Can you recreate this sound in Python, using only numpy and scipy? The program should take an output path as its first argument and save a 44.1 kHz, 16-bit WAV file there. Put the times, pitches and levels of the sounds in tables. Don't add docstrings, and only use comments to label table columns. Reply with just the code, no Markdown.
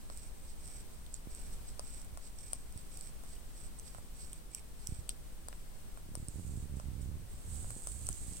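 import sys
import numpy as np
from scipy import signal
from scipy.fft import rfft, irfft
from scipy.io import wavfile
from scipy.ndimage import uniform_filter1d

SR = 44100
rng = np.random.default_rng(int(sys.argv[2]) if len(sys.argv) > 2 else 0)


def dump(signal):
    limited = np.clip(np.atleast_2d(signal).T, -1, 1)
    pcm = np.round(limited * 32767).astype(np.int16)
    wavfile.write(sys.argv[1], SR, pcm)


N = 370440
TIME = np.arange(N) / SR

# frequency in Hz, relative density in dB at left and at right.
TONGUE_SPECTRUM = [(1690, -22.5, -22.5), (2340, -18.5, -22.5), (2830, -22.5, -20.5), (3960, -22, -19),
                   (4520, -15.5, -15.5), (5700, -23, -16.5), (6450, -21, -16.5), (7440, -24, -10),
                   (8060, -5, 1.5), (8740, -10, -2), (9200, -13, -14), (10100, -34, -20),
                   (10600, -18.5, -37), (12500, -29, -27)]
# frequency in Hz, bandwidth in Hz, gain in dB.
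OPEN_MOUTH_MODES = [(2340, 110, 3.3), (5600, 260, 3.5)]
# start of full contact in seconds, length in seconds, level in dB.
TONGUE_PULLS = [(0.13, 0.15, -57), (0.648, 0.16, -55), (1.319, 0.16, -57), (1.85, 0.17, -54.5),
                (2.392, 0.17, -55), (2.94, 0.15, -55), (3.569, 0.1, -57), (4.171, 0.21, -59.5),
                (4.53, 0.069, -57), (4.867, 0.13, -57.5)]


def licking(chin_db=-70, chin_lifts_s=4):
    hairs = stereo(snaps(per_s=1400, spread_db=3), shared=0.55) * undb(1.7 * wander(220))
    rasp = colour_ports(hairs + resonate(hairs, OPEN_MOUTH_MODES), TONGUE_SPECTRUM)
    pull = sum(undb(db) * stroke(start, length, attack_s=0.041, release_s=0.012)
               for start, length, db in TONGUE_PULLS)
    chin_touch = undb(chin_db + 6 * wander(12)) * (TIME < chin_lifts_s)
    return rasp * np.hypot(pull, chin_touch)


# frequency in Hz, bandwidth in Hz, gain in dB.
MUZZLE_MODES = [(5000, 2300, 4)]
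# midpoint in seconds, level in dB.
MUZZLE_BRUSHES = [(0.0, -66), (0.505, -57), (0.95, -64), (1.155, -56.5), (1.69, -57), (2.255, -54),
                  (2.79, -58.5), (3.335, -58.5), (3.875, -54), (4.06, -68), (4.22, -52), (4.82, -59),
                  (5.11, -61)]


def brushing(width_s=0.035):
    hairs = stereo(snaps(per_s=2400, spread_db=3.5), shared=0.61) * undb(1.3 * wander(220))
    sweep = sum(undb(db) * np.exp(-((TIME - middle) / width_s) ** 2) for middle, db in MUZZLE_BRUSHES)
    return colour_ports(hairs + resonate(hairs, MUZZLE_MODES), TONGUE_SPECTRUM) * sweep


# frequency in Hz, relative density in dB at left and at right.
COAT_SPECTRUM = [(1500, -19.5, -22), (3000, -20.5, -16.5), (4550, -18, -13), (5700, -23, -14),
                 (6700, -12, -4.5), (7290, -20, -2), (7700, -4, 0.5), (8400, -6.5, 2), (9195, -9, -4),
                 (10220, -20, -10.5), (11410, -16, -13), (12700, -28.5, -20)]
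# frequency in Hz, bandwidth in Hz, gain in dB.
PORT_MODES = [(8500, 1030, -7.5), (11100, 12400, -19)]
# start of full contact in seconds, length in seconds, level in dB,
# pressure from 0 (glide) to 1 (scratch).
HEAD_RUBS = [(5.497, 0.12, -67, 0.9), (6.17, 0.052, -61, 0.95), (6.317, 0.31, -59.5, 0.95),
             (6.762, 0.036, -61, 0.85), (7.01, 0.012, -58, 1), (7.3, 0.14, -62.5, 0.54),
             (7.534, 0.41, -50.5, 0.47), (8.034, 0.34, -48.5, 0.72)]


def nuzzling():
    hairs = stereo(snaps(per_s=4000, spread_db=2.5), shared=0.099) * undb(0.83 * wander(120))
    scratch = colour_ports(hairs, COAT_SPECTRUM)
    glide = unit(resonate(scratch, PORT_MODES))
    out = 0
    for start, length, db, pressure in HEAD_RUBS:
        rub = unit(pressure * scratch + (1 - pressure) * glide)
        out += rub * undb(db) * stroke(start, length, attack_s=0.26 * length, release_s=0.035)
    return out * undb(0.74 * wander(14))


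# start in seconds, tick level in dB, lip level in dB,
# lip resonance in Hz, cavity level in dB.
MOUTH_SMACKS = [(0.0993, -51, -52, 4630, -43.5), (1.7936, -37, -40.5, 4800, -38),
                (2.1733, -44, -51.5, 5600, -44), (2.5314, -27, -44, 4800, -41.5),
                (3.2365, -51, -70, 3320, -51), (3.9471, -54, -63, 2710, -44),
                (3.9834, -55, -68, 2610, -46.5), (5.0915, -28.5, -37, 4080, -50),
                (5.4841, -38.5, -49.5, 4530, -43), (5.5274, -56, -48.5, 2430, -49),
                (5.9736, -53, -65, 2410, -47), (6.1523, -35, -43.5, 5570, -42),
                (6.798, -51, -54, 5540, -43.5), (7.6442, -57, -64, 5330, -48),
                (7.7047, -38, -56, 5700, -47), (7.871, -33, -42, 6300, -42), (8.088, -28, -48, 6400, -40)]
# start in seconds, tick and lip levels in dB, lip resonance in Hz.
SALIVA_TICKS = [(0.1727, -42.5, -59, 5600), (0.6764, -45, -53, 5650), (1.0635, -50, -54, 3830),
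                (2.0463, -49, -66, 3230), (2.7237, -49, -64, 6000), (1.3483, -41, -70, 5650),
                (2.3865, -46, -50, 5710), (2.7752, -43, -57, 5640), (2.9723, -41, -52, 5650),
                (3.0096, -40, -51, 4840), (3.7965, -43.5, -50, 6300), (4.3307, -38.5, -53, 3290),
                (4.5474, -32, -43, 6100), (4.8708, -33, -38.5, 6050), (6.2839, -37.5, -53, 5590),
                (8.0676, -34, -44, 6200), (8.1281, -40.5, -40.5, 6850)]


def smacking(tick_pan_db=-4):
    out = np.zeros((2, N))
    for start, tick_db, lips_db, lips_hz, cavity_db in MOUTH_SMACKS:
        add_burst(out, start, tick_db, lips_db, lips_hz, pan_db=6, cavity_db=cavity_db)
    for start, tick_db, lips_db, lips_hz in SALIVA_TICKS:
        add_burst(out, start, tick_db, lips_db, lips_hz, tick_pan_db)
    for start, length, stroke_db, *_ in TONGUE_PULLS + HEAD_RUBS:
        for place, size in rng.random((2, 2)):
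            db = stroke_db + 3 * size
            add_burst(out, start + place * length, db + 3, db - 7, lips_hz=5600, pan_db=tick_pan_db)
    return out


# frequency in Hz, bandwidth in Hz, gain in dB.
TEETH_MODES = [(3300, 820, -10)]
CAVITY_MODES = [(645, 396, 3), (1030, 190, -2), (1300, 110, -2.5)]


def add_burst(out, start, tick_db, lips_db, lips_hz, pan_db, cavity_db=None, snap_s=0.00071):
    t = np.arange(SR // 50) / SR
    noise = stereo(rng.standard_normal((3, len(t))), shared=0.14)
    snap = noise * np.exp(-t / snap_s)
    gap_modes = [(lips_hz, 1170, 0)] + TEETH_MODES
    parts = [(resonate_twice(snap, PORT_MODES), tick_db, pan_db),
             (resonate_twice(snap, gap_modes), lips_db, pan_db)]
    if cavity_db is not None:
        tuning = np.exp(0.03 * rng.standard_normal())
        pop = (t == 0) + 0.04 * noise * np.exp(-t / 0.001)
        parts.append((resonate_twice(pop, CAVITY_MODES, tuning), cavity_db, -7))
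    for sound, db, part_pan_db in parts:
        strength = np.sqrt(np.sum(sound ** 2, axis=1, keepdims=True) / (SR / 500))
        add(out, start + 0.00055, sound / strength * undb(db) * pan(part_pan_db))


# start and length in seconds, pitch and bandwidth
# in Hz, level in dB.
SALIVA_SQUELCHES = [(1.14, 0.005, 7800, 2170, -35), (3.362, 0.0073, 2960, 450, -59),
                    (3.786, 0.008, 8000, 1300, -44.5), (4.563, 0.044, 2397, 450, -63),
                    (5.088, 0.033, 4800, 3500, -53), (6.282, 0.0077, 8700, 1500, -45)]


def squelching():
    out = np.zeros((2, N))
    for start, length, hz, width_hz, db in SALIVA_SQUELCHES:
        fizz = resonate_twice(rng.standard_normal(SR // 10), [(hz, width_hz, 0)])
        fizz = unit(fizz[-int(length * SR):])
        add(out, start, fizz * np.hanning(len(fizz)) * undb(db) * pan(-9))
    return out


# start in seconds, peak level in dB, contact time in seconds.
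FINGER_KNOCKS = [(1.272, -33, 0.00051), (2.127, -34, 0.0046), (2.759, -34, 0.0016), (3.986, -38.5, 0.0023),
                 (4.890, -31, 0.00142), (4.922, -27.5, 0.00126), (4.988, -32, 0.00215),
                 (6.285, -29.5, 0.00104), (7.765, -34.5, 0.00044), (8.102, -29, 0.0013),
                 (8.282, -31.5, 0.0024)]
# start of full contact in seconds, length in seconds, level in dB,
# slips per second, contact time in seconds.
HAND_SLIDES = [(6.059, 0.06, -48, 39, 0.001), (6.13, 0.092, -43, 38.4, 0.001),
               (6.355, 0.037, -38.5, 85, 0.001), (6.449, 0.19, -38, 67, 0.0013),
               (6.7, 0.068, -37.5, 66, 0.0012), (6.848, 0.32, -38, 65, 0.0014),
               (7.198, 0.053, -45.5, 116, 0.0023), (7.332, 0.018, -45, 76, 0.0016),
               (7.457, 0.16, -40.5, 78, 0.0022), (7.633, 0.095, -44, 117, 0.0019),
               (7.86, 0.11, -41.5, 71, 0.002), (7.999, 0.11, -41, 86, 0.0021),
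               (8.21, 0.12, -48.5, 64, 0.0007)]


def handling(left_db=-13, attack_s=0.02):
    out = np.zeros(N)
    for start, db, contact_s in FINGER_KNOCKS:
        add(out, start, bump(contact_s) * undb(db))
    for start, length, db, per_s, contact_s in HAND_SLIDES:
        gap, size, softness = rng.standard_normal((SR // 1000, 3)).T
        times = start - attack_s + np.cumsum(np.exp(0.17 * gap)) / per_s
        contacts = contact_s * np.exp(0.2 * softness)
        slips = np.zeros(N)
        for at, gain, contact in zip(times, undb(2.5 * size), contacts):
            add(slips, at, bump(contact) * gain)
        grip = stroke(start, length, attack_s, release_s=0.029)
        strength = np.sqrt(np.average(slips ** 2, weights=grip ** 2))
        out += slips / strength * undb(db) * grip
    return np.outer([undb(left_db), 1], out)


def bump(contact_s, bass_hz=42):
    u = np.arange(SR // 10) / SR / contact_s
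    push = u ** 2 * np.exp(-u)
    swing = signal.sosfilt(signal.butter(2, bass_hz, "high", fs=SR, output="sos"), push)
    return swing / swing.max()


def reflections(x, echo_s=0.0071, echo_db=-21, tail_db=-17, t60_s=0.085):
    t = np.arange(SR // 3) / SR
    response = rng.standard_normal((2, len(t))) * undb(-60 * t / t60_s) * (t > echo_s)
    response *= undb(tail_db) / np.sqrt(np.sum(response ** 2) / 2)
    response[:, int(echo_s * SR)] += undb(echo_db)
    return signal.fftconvolve(x, response, axes=1)[:, :N]


# frequency in Hz, relative density in dB.
ROOM_SPECTRUM = [(20, -0.5), (55, -7.5), (85, -18.5), (170, -21), (280, -27), (450, -29.5), (900, -35),
                 (2000, -40), (5000, -42), (7200, -42), (8450, -34), (9700, -42), (12000, -43),
                 (15500, -43.5)]


def background(level_db=-46):
    air = rng.standard_normal((3, N))
    independent = air[1:]
    bass = signal.butter(1, 300, fs=SR, output="sos")
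    noise = independent + signal.sosfilt(bass, stereo(air, shared=0.27) - independent)
    return unit(colour(noise, ROOM_SPECTRUM)) * undb(level_db + 0.63 * wander(2.995)) * pan(0.93)


def snaps(per_s, spread_db):
    hit = rng.random((3, N)) < per_s / SR
    size = undb(spread_db * np.minimum(rng.exponential(size=(3, N)), 4))
    return unit(hit * size * rng.choice([-1, 1], (3, N)))


def wander(per_s):
    hold = int(SR / per_s)
    steps = np.repeat(rng.standard_normal(N // hold + 1), hold)
    return unit(uniform_filter1d(steps, hold)[:N])


def stroke(start, length, attack_s, release_s):
    rise = np.clip(1 + (TIME - start) / attack_s, 0, 1)
    return rise * np.exp(-np.clip((TIME - start - length) / release_s, 0, 20))


def resonate(x, modes, tuning=1):
    out = 0
    for hz, width_hz, db in modes:
        b, a = signal.iirpeak(hz * tuning, hz / width_hz, SR)
        out += undb(db) * signal.lfilter(b, a, x)
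    return out


def resonate_twice(x, modes, tuning=1):
    return resonate(resonate(x, modes, tuning), modes, tuning)


def colour(x, points):
    hz, db = np.transpose(points)
    bins_hz = np.maximum(np.arange(N // 2 + 1) * SR / N, 1)
    return irfft(rfft(x) * undb(np.interp(np.log(bins_hz), np.log(hz), db)), N)


def colour_ports(pair, spectrum):
    spectrum = np.array(spectrum)
    return unit(np.array([colour(x, spectrum[:, [0, k]]) for k, x in enumerate(pair, 1)]))


def stereo(three, shared):
    return np.sqrt(shared) * three[0] + np.sqrt(1 - shared) * three[1:]


def pan(db):
    gains = undb(np.array([[1], [-1]]) * db / 2)
    return gains / np.sqrt(np.mean(gains ** 2, axis=0))


def add(out, start, sound):
    i = int(np.clip(start * SR, 0, N - 1))
    out[..., i:i + sound.shape[-1]] += sound[..., :N - i]


def undb(db):
    return 10 ** (np.asarray(db) / 20)


def unit(x):
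    return x / np.sqrt(np.mean(x ** 2))


def scene(left_lag_s=0.000363):
    left, right = licking() + brushing() + smacking() + squelching()
    left = np.pad(left, (round(left_lag_s * SR), 0))[:N]
    cat = np.array([left, right]) + nuzzling()
    return cat + reflections(cat) + handling() + background()


def record(dry, top_hz=15900):
    return signal.sosfilt(signal.ellip(10, 0.2, 70, top_hz, fs=SR, output="sos"), dry)


dry = scene()
out = record(dry)
dump(out)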